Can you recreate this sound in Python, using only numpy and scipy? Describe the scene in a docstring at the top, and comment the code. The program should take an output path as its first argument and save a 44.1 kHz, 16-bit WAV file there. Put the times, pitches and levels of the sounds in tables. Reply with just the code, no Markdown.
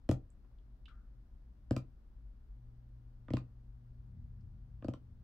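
"""In a small quiet room, over a low rumble and faint hiss, two fingertips drop in turn on a wooden desk.
Each pad sends a bending wave through the top and sets its modes ringing; the nail adds a short click.
A few tiny ticks follow, then two fingers land again at 1.7 s. Halfway a mains hum comes up, and at
3.3 s four fingers roll from little to index. A faint drone swells until 4.2 s and settles; the hum
starts to fade just before the last four-finger roll at 4.8 s."""
import sys
import numpy as np
from scipy import signal
from scipy.fft import rfft, irfft
from scipy.io import wavfile

SR = 44100
rng = np.random.default_rng(int(sys.argv[2]) if len(sys.argv) > 2 else 0)


def transcribe(signal):
    """Save signal, clipped to [-1, 1], as a 16-bit WAV file at the path in sys.argv[1]."""
    frames = np.atleast_2d(signal).T
    limited = np.clip(frames, -1, 1)
    pcm = np.round(limited * 32767).astype(np.int16)
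    wavfile.write(sys.argv[1], SR, pcm)


N = 230775
SIZE = 32768   # samples in one short sound
AGE = np.arange(SIZE) / SR
HZ = np.maximum(np.fft.rfftfreq(SIZE, 1 / SR), 1)
SCENE_HZ = np.maximum(np.fft.rfftfreq(N, 1 / SR), 1)

# finger landings: start_s, finger, strength_db, hard_edge_db, nail_ring_hz
LANDINGS = [(0.0908, "middle", 2, 1.5, 2900), (0.113, "index", -4.5, -3.5, 4000),
            (1.7092, "middle", -0.5, -1, 1600), (1.7644, "index", -8.5, 1.5, 4750),
            (3.2837, "little", -24.5, 1, 1780), (3.3046, "ring", -9, -1.5, 2050),
            (3.3362, "middle", -2.5, 0.6, 2800), (3.3694, "index", -14.5, 2.5, 2600),
            (4.8240, "little", -24.5, -0.5, 1700), (4.845, "ring", -10.5, 0, 4600),
            (4.8837, "middle", -8.5, 0.5, 2700), (4.9372, "index", -20.5, 0.5, 2950)]
# each finger's contact at strength 0 dB: pad_cutoff_hz, knock_db, nail_db, nail_cutoff_hz, nail_pan_db
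FINGER_CONTACTS = {"little": (2990, 11, -9.5, 4502, -0.5), "ring": (694, -2.5, -20, 6597, 0.5),
                   "middle": (1554.5, -7, -20.5, 7903, 2.5), "index": (1606, 7.5, -11, 11398.5, 2)}
# low bending modes of the desk top: pitch_hz, level_db, t60_s
DESK_MODES = [(97.8, -18.2, .042), (128, -26, .24), (183, -39.6, .19), (236.8, -15, .05),
              (233.8, -21.3, .088), (290, -27.6, .056), (331.5, -18.7, .028), (416.5, -16, .008),
              (586, -18.9, .018), (581, -40, .09), (744, -38, .018)]
# higher modes that only a finger's hard edge reaches: pitch_hz, level_db, t60_s
KNOCK_MODES = [(847, -62.5, 0.069), (997, -48.5, 0.036), (1086, -40.5, 0.021), (1220, -48, 0.062),
               (1336, -50, 0.064), (1500, -51.5, 0.017), (1750, -59, 0.021), (2365, -57, 0.028),
               (3540, -60, 0.018)]
# spectrum of a nail click: frequency_hz, gain_db
NAIL_SPECTRUM = [(500, 0), (1200, 4), (2000, 0), (2900, -1.5), (4500, -3.5), (6000, -8), (8000, -8),
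                 (9300, -12), (10000, -17.5), (12000, -14), (16000, -6)]
# tiny ticks: start_s, level_db, centre_hz, width_hz, t60_s, pan_db
TINY_TICKS = [(0.3031, -65, 8000, 1100, 0.01, -8), (0.446, -68, 510, 700, 0.058, 6),
              (0.514, -72, 505, 600, 0.04, 6), (0.585, -72.5, 3400, 900, 0.019, 13),
              (0.8566, -52, 2970, 940, 0.025, -5), (0.88, -65.5, 1370, 300, 0.47, 4.5),
              (0.883, -69.5, 2800, 1790, 0.1, 13), (4.408, -84, 5040, 1200, 0.044, 5)]
# strength of the room's reflections: frequency_hz, gain_db
REFLECTION_SPECTRUM = [(60, -8), (120, -13.5), (250, -14.5), (600, -7.5), (1300, -10.5), (3000, -5),
                       (8000, -7), (16000, -1.5)]
# likeness of the left and right sound fields: frequency_hz, coherence_ratio
COHERENCE = [(40, 1), (250, 0.86), (600, 0.34), (1500, 0), (5000, 0), (16000, 0.6)]
# resonances of the drone: centre_hz, width_hz, level_db
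DRONE_RESONANCES = [(85.4, 26, 3.5), (156, 44, -5.5), (192, 30, -10), (237.8, 24, -13.5)]
# rumble of the still room: frequency_hz, relative_density_db
RUMBLE_SPECTRUM = [(12, -36), (20, -6), (37, -1), (54, 1.5), (66, -8), (86, -31), (102, -20.5),
                   (119, -15.5), (134, -23.5), (147, -36.5), (203, -23), (450, -40), (580, -71),
                   (990, -120)]
# hiss of the still room: frequency_hz, relative_density_db
HISS_SPECTRUM = [(240, -44.5), (400, -12.5), (481, -1.5), (1190, -8), (1430, -8.5), (2110, -16),
                 (2420, -18.5), (3290, -19.5), (3840, -21), (4760, -21), (7550, -30.5), (15800, -31)]


def fingers():
    """Impact excitation: a harder landing is a shorter contact, so thump and nail click are brighter."""
    out = np.zeros((2, N))
    for start_s, finger, db, edge_db, ring_hz in LANDINGS:
        pad_hz, knock_db, nail_db, nail_hz, pan_db = FINGER_CONTACTS[finger]
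        brighter = 2 ** (0.0375 * db)   # cut-offs rise 0.0375 octave per dB
        thump = from_db(db) * low_pass(ringing(DESK_MODES, scatter_db=1.27), pad_hz * brighter)
        knock = from_db(db + knock_db + edge_db) * ringing(KNOCK_MODES, scatter_db=3.0)
        add(out, start_s, bending_wave(panned(thump, db=1.2) + knock, travel_s=0.001405))
        nail = from_db(db + nail_db + 0.6 * edge_db) * nail_click(nail_hz * brighter, ring_hz)
        add(out, start_s, panned(nail, pan_db))
    return out


def ringing(modes, scatter_db):
    """Modal superposition: damped sines, neighbours opposite in sign, their levels varying by strike."""
    offsets_db = scatter_db * rng.standard_normal(len(modes))
    return sum(-(-1) ** k * from_db(db + offsets_db[k]) * np.sin(2 * np.pi * hz * AGE) * dying(t60)
               for k, (hz, db, t60) in enumerate(modes))


def bending_wave(x, travel_s):
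    """Dispersion: the group delay, travel_s at 500 Hz, falls with the square root of frequency."""
    turns = 2 * travel_s * np.sqrt(500 * HZ)
    return irfft(rfft(x) * np.exp(-2j * np.pi * turns))


def nail_click(cutoff_hz, ring_hz, ring_width_hz=290, ring_db=5.5, grit=2.7, spread=0.6):
    """Impulse and resonance: sharp contact, then grit as the nail presses the grain, ring the nail."""
    common, side = rng.standard_normal((2, SIZE)) * dying(t60_s=0.012)
    click = grit * (common + spread * side * [[1], [-1]]) / np.linalg.norm(common)
    click[:, 0] -= 1   # the first contact
    ring = signal.lfilter(*signal.iirpeak(ring_hz, ring_hz / ring_width_hz, fs=SR), click)
    nail = (click + from_db(ring_db) * ring) / np.sqrt(1 + grit ** 2)
    return low_pass(coloured(nail, NAIL_SPECTRUM), cutoff_hz)


def ticks():
    """Damped transients: each tiny tick is a band of noise that decays exponentially."""
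    out = np.zeros((2, N))
    for start_s, db, hz, width_hz, t60_s, pan_db in TINY_TICKS:
        band = signal.butter(2, [hz - width_hz / 2, hz + width_hz / 2], "band", fs=SR, output="sos")
        noise = unit_rms(signal.sosfilt(band, rng.standard_normal(SIZE)))
        add(out, start_s, panned(from_db(db) * noise * dying(t60_s), pan_db))
    return out


def room(x, build_s=0.0055, t60_at_1khz_s=0.2):
    """Reverberation: dense reflections build up within a few ms and die faster in the treble."""
    noise, tail = stereo_noise(HZ, SIZE), 0
    build_up = 1 - np.exp(-(AGE / build_s) ** 2)
    edges_hz = np.geomspace(40, 18000, 15)
    for low, high in zip(edges_hz, edges_hz[1:]):
        hz = np.sqrt(low * high)
        envelope = build_up * dying(t60_at_1khz_s * (hz / 1000) ** -0.25)
        band = irfft(noise * ((HZ >= low) & (HZ < high)))
        tail += from_db(at_hz(REFLECTION_SPECTRUM, hz)) * band * envelope / np.linalg.norm(envelope)
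    return signal.fftconvolve(x, tail, axes=1)[:, :N]


def mains_hum(t, pitch_hz=119.3, idle_db=-73.5, on_db=-58, fade_s=4.7, fade_db_per_s=9.5):
    """Amplitude modulation: a tone and its weak octave waver as they come up, hold and fade."""
    level_db = np.interp(t, [2.37, 2.64], [idle_db, on_db])
    level_db -= fade_db_per_s * np.maximum(t - fade_s, 0)
    waver_db = resonant_noise(hz=2.0, width_hz=4.2)[0]
    phase = 2 * np.pi * pitch_hz * t
    tone = np.sqrt(2) * (np.sin(phase) + from_db(-22.5) * np.sin(2 * phase))
    return from_db(level_db + waver_db) * tone


def drone(t, peak_s=4.183, rise_s=0.45, settle_s=0.35, idle_db=-77.5, peak_db=-58, settled_db=-64.5):
    """Noise-driven resonances: a distant drone swells once, then relaxes to a lower level."""
    swell_db = np.interp(t, [peak_s - rise_s, peak_s], [idle_db, peak_db])
    settled = 1 - np.exp(-np.maximum(t - peak_s, 0) / settle_s)
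    noise = sum(from_db(db) * resonant_noise(hz, width_hz) for hz, width_hz, db in DRONE_RESONANCES)
    return from_db(swell_db + (settled_db - peak_db) * settled) * noise


def air(rumble_db=-53.5, hiss_db=-81):
    """Ambient noise: a rumble in the room's deepest modes, with a very faint hiss."""
    rumble = from_db(rumble_db) * steady_noise(RUMBLE_SPECTRUM)
    hiss = from_db(hiss_db) * steady_noise(HISS_SPECTRUM)
    return rumble + hiss


def resonant_noise(hz, width_hz):
    """Resonance: a bell-shaped response passes one narrow band of noise; unit rms."""
    response = 1 / (1 + (2 * (SCENE_HZ - hz) / width_hz) ** 2)
    return unit_rms(irfft(stereo_noise(SCENE_HZ, N) * response, N))


def steady_noise(spectrum):
    """Spectral shaping: stationary stereo noise of the given colour; unit rms."""
    return unit_rms(irfft(stereo_noise(SCENE_HZ, N) * from_db(at_hz(spectrum, SCENE_HZ)), N))


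def stereo_noise(hz, size):
    """Partial coherence: spectra of two white noises, most alike in the bass."""
    mid, side = rfft(rng.standard_normal((2, size)))
    alike = at_hz(COHERENCE, hz)
    return np.sqrt((1 + alike) / 2) * mid + np.sqrt((1 - alike) / 2) * side * [[1], [-1]]


def coloured(x, spectrum):
    """Minimum phase: folding the cepstrum gives a causal filter with the given spectrum."""
    cepstrum = irfft(np.log(from_db(at_hz(spectrum, HZ))))
    cepstrum[1:SIZE // 2] *= 2
    cepstrum[SIZE // 2 + 1:] = 0
    return irfft(rfft(x) * np.exp(rfft(cepstrum)))


def low_pass(x, hz):
    """Second-order roll-off above hz."""
    return signal.sosfilt(signal.butter(2, min(hz, SR / 2 - 1), fs=SR, output="sos"), x)


def dying(t60_s):
    """Exponential decay of 60 dB in t60_s."""
    return np.exp(-np.log(1000) * AGE / t60_s)


def panned(x, db):
    """Level-difference panning: left exceeds right by db."""
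    return x * from_db([[db / 2], [-db / 2]])


def add(out, start_s, sound):
    """Superposition: mix a sound in at start_s, its far end faded to nothing."""
    start = int(round(start_s * SR))
    fade = np.clip(2 - 3 * AGE / AGE[-1], 0, 1)
    out[:, start:start + SIZE] += (sound * fade)[:, :N - start]


def at_hz(points, hz):
    """Interpolation on a log-frequency axis."""
    points_hz, values = np.transpose(points)
    return np.interp(np.log(hz), np.log(points_hz), values)


def from_db(db):
    """Decibels to amplitude ratio."""
    return 10 ** (np.asarray(db) / 20)


def unit_rms(x):
    """Normalisation to unit power."""
    return x / np.sqrt(np.mean(x ** 2) + 1e-20)


def scene():
    """Superposition: direct taps and ticks, their reverberation and the background."""
    t = np.arange(N) / SR
    direct = fingers() + ticks()
    background = air() + mains_hum(t) + drone(t)
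    return direct + room(direct) + panned(background, db=2.0)


def record(dry):
    """Band limiting: the microphone drops the deepest bass, and the top is cut steeply."""
    bass_cut = signal.butter(1, 15, "high", fs=SR, output="sos")
    treble_cut = signal.ellip(10, .1, 80, 15800, fs=SR, output="sos")
    return signal.sosfilt(treble_cut, signal.sosfilt(bass_cut, dry))


dry = scene()
out = record(dry)
transcribe(out)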